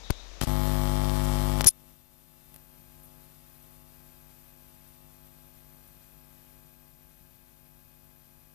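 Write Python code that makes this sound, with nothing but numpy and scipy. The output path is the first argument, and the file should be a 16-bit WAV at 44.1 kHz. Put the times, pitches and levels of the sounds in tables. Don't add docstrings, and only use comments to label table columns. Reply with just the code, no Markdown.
import sys
import numpy as np
from scipy import signal
from scipy.fft import rfft, irfft, next_fast_len
from scipy.io import wavfile
from scipy.ndimage import uniform_filter1d

SR = 44100
rng = np.random.default_rng(int(sys.argv[2]) if len(sys.argv) > 2 else 0)


def dump(signal):
    limited = np.clip(np.atleast_2d(signal).T, -1, 1)
    pcm = np.round(limited * 32767).astype(np.int16)
    wavfile.write(sys.argv[1], SR, pcm)


def gain_from_db(level_db):
    decades = np.asarray(level_db, float) / 20
    return 10 ** decades


N = 376613
T = np.arange(N) / SR
BREAK_S, LAST_TOUCHES_S = 1.662, 1.617
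MAINS_HZ, MAINS_SAG_HZ_PER_S = 49.892, .001
LINE_TOP_HZ, BURST_TOP_HZ = 14330, 15300


def colour(x, curve, lead_rad=0):
    size = next_fast_len(N)
    hz, db = np.transpose(curve)
    bin_hz = np.arange(size // 2 + 1) * SR / size
    gain = gain_from_db(np.interp(np.log(bin_hz + 1), np.log(hz), db))
    return irfft(rfft(x, size) * gain * np.exp(1j * lead_rad), size)[:N]


def hiss(curve):
    x = colour(rng.standard_normal(N), curve)
    return x / x.std()


def walk(rate_hz):
    hold = int(SR / rate_hz)
    steps = np.repeat(rng.standard_normal(N // hold + 1), hold)[:N]
    x = uniform_filter1d(steps, hold)
    return x / x.std()


def gate(on_s, off_s, release_s):
    out = np.zeros(N)
    span = slice(int(np.ceil(on_s * SR)), int((off_s + 20 * release_s) * SR) + 1)
    out[span] = np.exp(-np.clip(T[span] - off_s, 0, None) / release_s)
    return out


def within(spells):
    return sum(1. 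* (T >= on_s) * (T < off_s) for on_s, off_s in spells)


def shut(x, top_hz):
    return colour(x, [(top_hz - 60, 0), (top_hz + 60, -70)])


def mains_turns():
    return MAINS_HZ * T - MAINS_SAG_HZ_PER_S * T ** 2 / 2


RECTIFIER_EDGES = [(.669, -.47, 1), (.738, .43, .8), (.801, .46, 7.7), (.906, -.06, .1), (.062, -.17, 1.3)]
ODD_MULTIPLES = [-2, -6.5, -10, -15.5, -28.5, -20.5, -18, -26, -16.5, -27, -23.5, -24, -26.5, -30.5, -36.5]
# pitch_hz, level_db
UPPER_MULTIPLES = [(1500, -34.5), (2200, -38), (2600, -39.5), (3100, -41.5), (4300, -41.5), (4700, -40.5),
                   (5900, -46.5), (6400, -58)]
SCATTER_DB = 2 * rng.standard_normal(129)


def mains(leak_hz):
    n = np.arange(1, 130)
    turn = 2j * np.pi * n
    steps = sum(step * np.exp(-turn * at) / (decay + turn) for at, step, decay in RECTIFIER_EDGES)
    even_under_db, upper_even_under_db, second_db = -18, -20.5, -12
    db = np.interp(n * MAINS_HZ, *np.transpose(UPPER_MULTIPLES))
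    db += upper_even_under_db * (n % 2 == 0) + SCATTER_DB
    low = n[:2 * len(ODD_MULTIPLES) - 1]
    db[low - 1] = np.interp(low, low[::2], ODD_MULTIPLES) + even_under_db * (low % 2 == 0)
    db[1] = second_db
    partials = gain_from_db(db) * steps / abs(steps)
    partials[1] = abs(partials[1]) * np.exp(1.9j)
    partials *= 1j * n * MAINS_HZ / (1j * n * MAINS_HZ + leak_hz)
    cycle = irfft(np.r_[0, partials], 4096) * 2048
    phase = (mains_turns() + .0008 * walk(100)) % 1
    wave = np.interp(phase, np.arange(4097) / 4096, np.r_[cycle, cycle[0]])
    return gain_from_db(-22.5 + 3) * wave


# pitch_hz, level_db
NEEDLE_COLOUR = [(900, -10.5), (2000, -5), (3000, -0.5), (4800, 1), (6000, -3), (6800, -16)]


def diode_needles():
    needle_share, fray, level_db = .008, .35, -44.5
    half_cycles = 2 * (mains_turns() - .692 + 0.00086 * walk(50))
    sign = 1 - 2 * (np.floor(half_cycles) % 2)
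    needle = (sign + fray * rng.standard_normal(N)) * np.exp(-(half_cycles % 1) / needle_share)
    x = colour(gain_from_db(1.5 * walk(100)) * needle, NEEDLE_COLOUR)
    return gain_from_db(level_db) * x / x.std()


# pitch_hz, early_db, late_db
COMB_TONES = [(11402, -59, -75), (11698, -51, -72), (11999, -48, -62), (12301, -62, -55), (12597, -58, -68),
              (13496, -64, -61)]


def comb():
    turn_s, blend_s = 0.92, .05
    late = (1 + np.tanh((T - turn_s) / blend_s)) / 2
    tones = 0
    for pitch_hz, early_db, late_db in COMB_TONES:
        level = gain_from_db(4 + early_db + late * (late_db - early_db))
        tones = tones + level * np.sin(2 * np.pi * pitch_hz * T)
    return gain_from_db(2.0 * walk(30)) * tones


# pitch_hz, level_db per Hz
BUZZ_HISS_COLOUR = [(25, 7.5), (500, -2), (1200, -1.5), (2000, -9.5), (4000, -11.5), (6200, -12),
                    (8000, -8.5), (14300, -9.5)]
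BUZZ_HISS_DB = -37
# on_s, off_s, level_db, release_s
TOUCHES = [
    (.1015, .109, -10, .001),
    (.4115, .434, -2, .001),
    (.434, .441, 0, .004),
    (.4705, 1.611, 0, .002),
    (1.617, 1.645, -3, .003),
    (1.652, 1.663, -3, .002),
]


def touched_line():
    touch = sum(gain_from_db(db) * gate(on_s, off_s, release_s) for on_s, off_s, db, release_s in TOUCHES)
    throb_db = 0.33 * np.cos(4 * np.pi * (MAINS_HZ * T - .22))
    noise = gain_from_db(BUZZ_HISS_DB + walk(30.51) + throb_db) * hiss(BUZZ_HISS_COLOUR)
    treble = (noise + comb()) * gain_from_db(-13.0 * (T > LAST_TOUCHES_S))
    buzz = mains(0.632) + diode_needles() + treble
    opened, idle = line_states()
    between = gain_from_db(-10.5 - 5 * (T > LAST_TOUCHES_S)) * (1 - opened - idle)
    return touch * buzz + between * gain_from_db(BUZZ_HISS_DB) * hiss(BUZZ_HISS_COLOUR)


def line_states():
    return 1. * (T < TOUCHES[1][0]), 1. 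* (T > BREAK_S)


# start_s, length_s, level_db
SPIT_BURSTS = [
    (.1055, .0012, -23),
    (.411, .006, -29),
    (.4235, 0.0049, -47),
    (.4345, 0.0021, -30),
    (1.237, .023, -39),
    (1.609, 0.013, -32.5),
    (1.6435, .005, -23),
    (1.66, 0.03, -25),
    (1.691, 0.024, -45.5),
]
# start_s, length_s, level_db
SCRAPE_BURSTS = [
    (.413, .004, -31),
    (.423, 0.0053, -29),
    (.44, .016, -54),
    (.455, 0.013, -43),
    (1.659, 0.031, -33.5),
]
# start_s, length_s, level_db
RUB_BURSTS = [
    (.417, .038, -37.5),
    (.108, 0.0054, -39.5),
]
# start_s, length_s, level_db
FIZZ_BURSTS = [
    (.101, .009, -39),
    (.428, 0.02, -41),
    (2.542, 0.0051, -44.5),
    (2.546, .015, -60),
    (2.5605, 0.0044, -44.5),
    (3.028, 0.035, -52),
    (3.36, .02, -62),
    (5.87, 0.018, -56),
    (7.34, 0.026, -65),
]
# on_s, off_s
PAIRED_SPELLS = [
    (3.06, 3.14),
    (3.23, 3.455),
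    (3.62, 3.69),
    (3.74, 3.92),
    (4.39, 4.43),
    (4.68, 4.75),
    (4.87, 5.12),
    (5.25, 5.31),
]
# start_s, length_s, level_db, pitch_hz
ARC_RINGS = [
    (1.661, 0.033, -20, 5700),
    (1.667, 0.0052, -18.5, 7200),
    (1.668, .009, -18, 12300),
    (1.6705, .004, -10.5, 10000),
    (1.676, 0.014, -22, 10800),
    (1.689, .023, -34, 10500),
]


def sputter():
    hop_fizz = [(on_s, 0.027, -58.5) for on_s, off_s in PAIRED_SPELLS]
    kinds = [(SPIT_BURSTS, 8200, 10000), (SCRAPE_BURSTS, 2200, 3800), (RUB_BURSTS, 5700 - 200, 5700),
             (list(FIZZ_BURSTS) + hop_fizz, 12200, 4500)]
    bursts = [(*row, centre_hz, width_hz) for rows, centre_hz, width_hz in kinds for row in rows]
    bursts += [(*row, 1500) for row in ARC_RINGS]
    out = np.zeros(N)
    for start_s, length_s, db, centre_hz, width_hz in bursts:
        start, size = int(start_s * SR), int(length_s * SR)
        band = [max(centre_hz - width_hz / 2, 50), min(centre_hz + width_hz / 2, 17000)]
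        sos = signal.butter(2, band, "band", fs=SR, output="sos")
        grain, swing = rng.standard_normal((2, 4096))
        ragged = grain * gain_from_db(9 * uniform_filter1d(swing, size=9))
        burst = signal.sosfilt(sos, ragged)[-size:]
        out[start:start + size] += gain_from_db(db) * burst / burst.std() * signal.windows.tukey(size, .3)
    return out


def squeal():
    start_s, length_s, level_db, pitch_hz = 1.6705, .0203, -11, 9987
    envelope = gate(start_s, start_s + length_s, .0004)
    return gain_from_db(level_db) * np.sqrt(2) * envelope * np.sin(2 * np.pi * pitch_hz * T)


# start_s, size [full scale], decay_s
VOLTAGE_JUMPS = [(.1058, -0.54, 0.00011), (.106, -0.19, 0.00008), (.4117, 0.18, 0.00023),
                 (.4152, -0.42, 0.00015), (1.6092, 1, 0.0001), (1.609, 0.087, 0.000024),
                 (1.663, -0.15, .0081), (1.6435, .89, 0.000062), (1.6495, -0.34, .00005),
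                 (1.6697, 0.22, 0.00058), (2.543, .035, 0.000039), (2.5445, .02, .00005),
                 (2.5622, 0.068, 0.000041)]
# start_s, size [full scale], decay_s
BRUSH_SWINGS = [
    (0.1021, 0.21, 0.00037),
    (0.1033, 0.24, 0.0084),
    (0.1049, -0.2, .008),
    (.1062, -0.14, .004),
    (0.1077, -0.21, .003),
]


def voltage_steps():
    jumps, swings = (sum(size * gate(start_s, start_s, decay_s) for start_s, size, decay_s in rows)
                     for rows in (VOLTAGE_JUMPS, BRUSH_SWINGS))
    return uniform_filter1d(jumps, size=2) + uniform_filter1d(swings, size=9)


def contact():
    x = sputter() + squeal()
    return np.where(T < 1.7, shut(x, BURST_TOP_HZ), shut(x, LINE_TOP_HZ)) + voltage_steps()


# pitch_hz, level_db per Hz
OPEN_COLOUR = [(25, -7), (55, -8.5), (100, -24), (600, -20.5), (1500, -27), (6500, -27), (8500, -43),
               (14300, -49)]
# pitch_hz, level_db
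WHISTLE_COLOUR = [(2500, -38.5), (3500, -3.5), (3800, 4), (4100, -9.5), (5500, -41)]


def open_line():
    rumble = gain_from_db(-47 + 6.5) * np.sin(2 * np.pi * 45 * T)
    whistle = gain_from_db(-49.5 + 1.2 * walk(43.0)) * gate(0.035, 0.2, 0.096) * hiss(WHISTLE_COLOUR)
    return gain_from_db(-46) * hiss(OPEN_COLOUR) + rumble + whistle


# time_s, level_db
IDLE_GAIN = [
    (1.722, -2.5),
    (1.9, 2),
    (1.98, -3.5),
    (2.2, -3),
    (2.5, 0),
    (3.5, 1),
    (6.6, 0),
    (6.9, -2.5),
    (8.54, -3),
]


def idle_level(level_db, follow):
    return gain_from_db(level_db + follow * np.interp(T, *np.transpose(IDLE_GAIN)))


# pitch_hz, level_db
HUM_COLOUR = [(50, 1), (100, -3), (140, 0), (1300, 0), (2000, -6), (4000, -10)]


def idle_hum():
    return idle_level(-29.5, 0.78) * gain_from_db(walk(10)) * colour(mains(115), HUM_COLOUR)


# time_s, pitch_hz
WHINE_GLIDE = [(1.72, 12880), (1.78, 12760), (1.84, 12760), (1.885, 13030), (1.93, 12500), (1.98, 12280),
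               (2.08, 12190), (2.53, 12170)]
# on_s, off_s
RAISED_SPELLS = [
    (3.455, 3.74),
    (5.82, 5.9),
]
# pitch_hz, level_db under the whine
LONE_BEATS = [(1600, -13.5), (2509, -14.5), (14150, -15)]
# pitch_hz, level_db under the whine
TWIN_BEATS = [(2700, -18), (3600, -18)]


def wavering_tone(hz):
    return gain_from_db(walk(68)) * np.sin(2 * np.pi * np.cumsum(hz) / SR)


def whine():
    settle_s, lone_hz, raise_hz, pair_hz, twin_gap_hz = 2.54, 13250, 190, 12130, 1460
    paired = within(PAIRED_SPELLS)
    hop_hz = np.where(paired, pair_hz, lone_hz + raise_hz * within(RAISED_SPELLS))
    hz = np.where(T < settle_s, np.interp(T, *np.transpose(WHINE_GLIDE)), hop_hz)
    hz = hz + 45 * paired * walk(30)
    twin = np.where(T < settle_s, 1, paired)
    throb = np.sin(2 * np.pi * np.cumsum(87.3 + 1.5 * walk(3)) / SR)
    shake_hz = 45 * throb + 22 * walk(120)
    lone_beats, twin_beats = (
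        sum(gain_from_db(db) * wavering_tone(f + f ** .5 / 110 * shake_hz) for f, db in lines)
        for lines in (LONE_BEATS, TWIN_BEATS))
    main = (1 + .68 * throb) * wavering_tone(hz + shake_hz)
    main = main + twin * wavering_tone(hz + twin_gap_hz + .4 * shake_hz)
    level = gain_from_db(-4.5 * twin + 1.2 * paired * walk(24.9))
    return level * main + (1 - twin) * lone_beats + twin * twin_beats


def idle_whine():
    flare_s, flare_width_s, flare_db = 1.7, .04, 4.5
    flare = gain_from_db(flare_db * np.exp(-((T - flare_s) / flare_width_s) ** 2))
    return idle_level(-57.5, .5) * flare * whine()


# pitch_hz, level_db per Hz
IDLE_COLOUR = [(20, 4.5), (70, 0), (250, -6.5), (600, -11.5), (2000, -11.5), (7000, -14.5), (12000, -7),
               (14300, -5)]
# pitch_hz, level_db
GROUND_COLOUR = [(20, -6), (38, -2), (55, -4), (75, 0), (95, -5), (125, -4), (200, -8), (300, -30)]
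IDLE_HISS_DB, IDLE_HISS_FOLLOW = -53, 0.866


def idle_hiss():
    noise = idle_level(IDLE_HISS_DB, IDLE_HISS_FOLLOW) * gain_from_db(.5 * walk(28)) * hiss(IDLE_COLOUR)
    return noise + idle_level(IDLE_HISS_DB - 8.5, .3) * hiss(GROUND_COLOUR)


# pitch_hz, level_db per Hz
RIGHT_EARLY_COLOUR = [(25, 8), (200, 0), (2000, -4), (6500, -2.5), (14300, -2.5)]
# pitch_hz, level_db per Hz
RIGHT_IDLE_COLOUR = [(25, -4), (100, -12.5), (500, -25.5), (2000, -30.5), (7000, -33.5), (10000, -11.5),
                     (12000, 10), (14300, 19)]
# pitch_hz, level_db
LEAKAGE_COLOUR = [(25, -32.5), (60, -20), (120, -37), (1000, -43.5), (2000, -31.5), (4000, -29.5),
                  (10000, -24.5), (14300, -22)]


def right_line(steady, sharp):
    opened, idle = line_states()
    early = opened * gain_from_db(-67) + (1 - opened - idle) * gain_from_db(-61)
    late = idle * idle_level(IDLE_HISS_DB, IDLE_HISS_FOLLOW) * gain_from_db(-12)
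    own = early * hiss(RIGHT_EARLY_COLOUR) + late * hiss(RIGHT_IDLE_COLOUR)
    source = steady * gain_from_db(11 * idle) + sharp * gain_from_db(15.5 * (T > 1.6))
    return colour(source, LEAKAGE_COLOUR, lead_rad=1.4) + shut(own, LINE_TOP_HZ)


def scene():
    opened, idle = line_states()
    left = touched_line() + opened * open_line()
    left += idle * (idle_hum() + idle_hiss() + idle_whine())
    steady, sharp = shut(left, LINE_TOP_HZ), contact()
    return np.array([steady + sharp, right_line(steady, sharp)])


def low_pass(x):
    return signal.sosfilt(signal.butter(12, 16570, fs=SR, output="sos"), x)


def record(dry):
    coupling = signal.butter(1, 22, "high", fs=SR, output="sos")
    mix = np.clip(signal.sosfilt(coupling, dry), -1, 1)
    return low_pass(mix)


dry = scene()
out = record(dry)
dump(out)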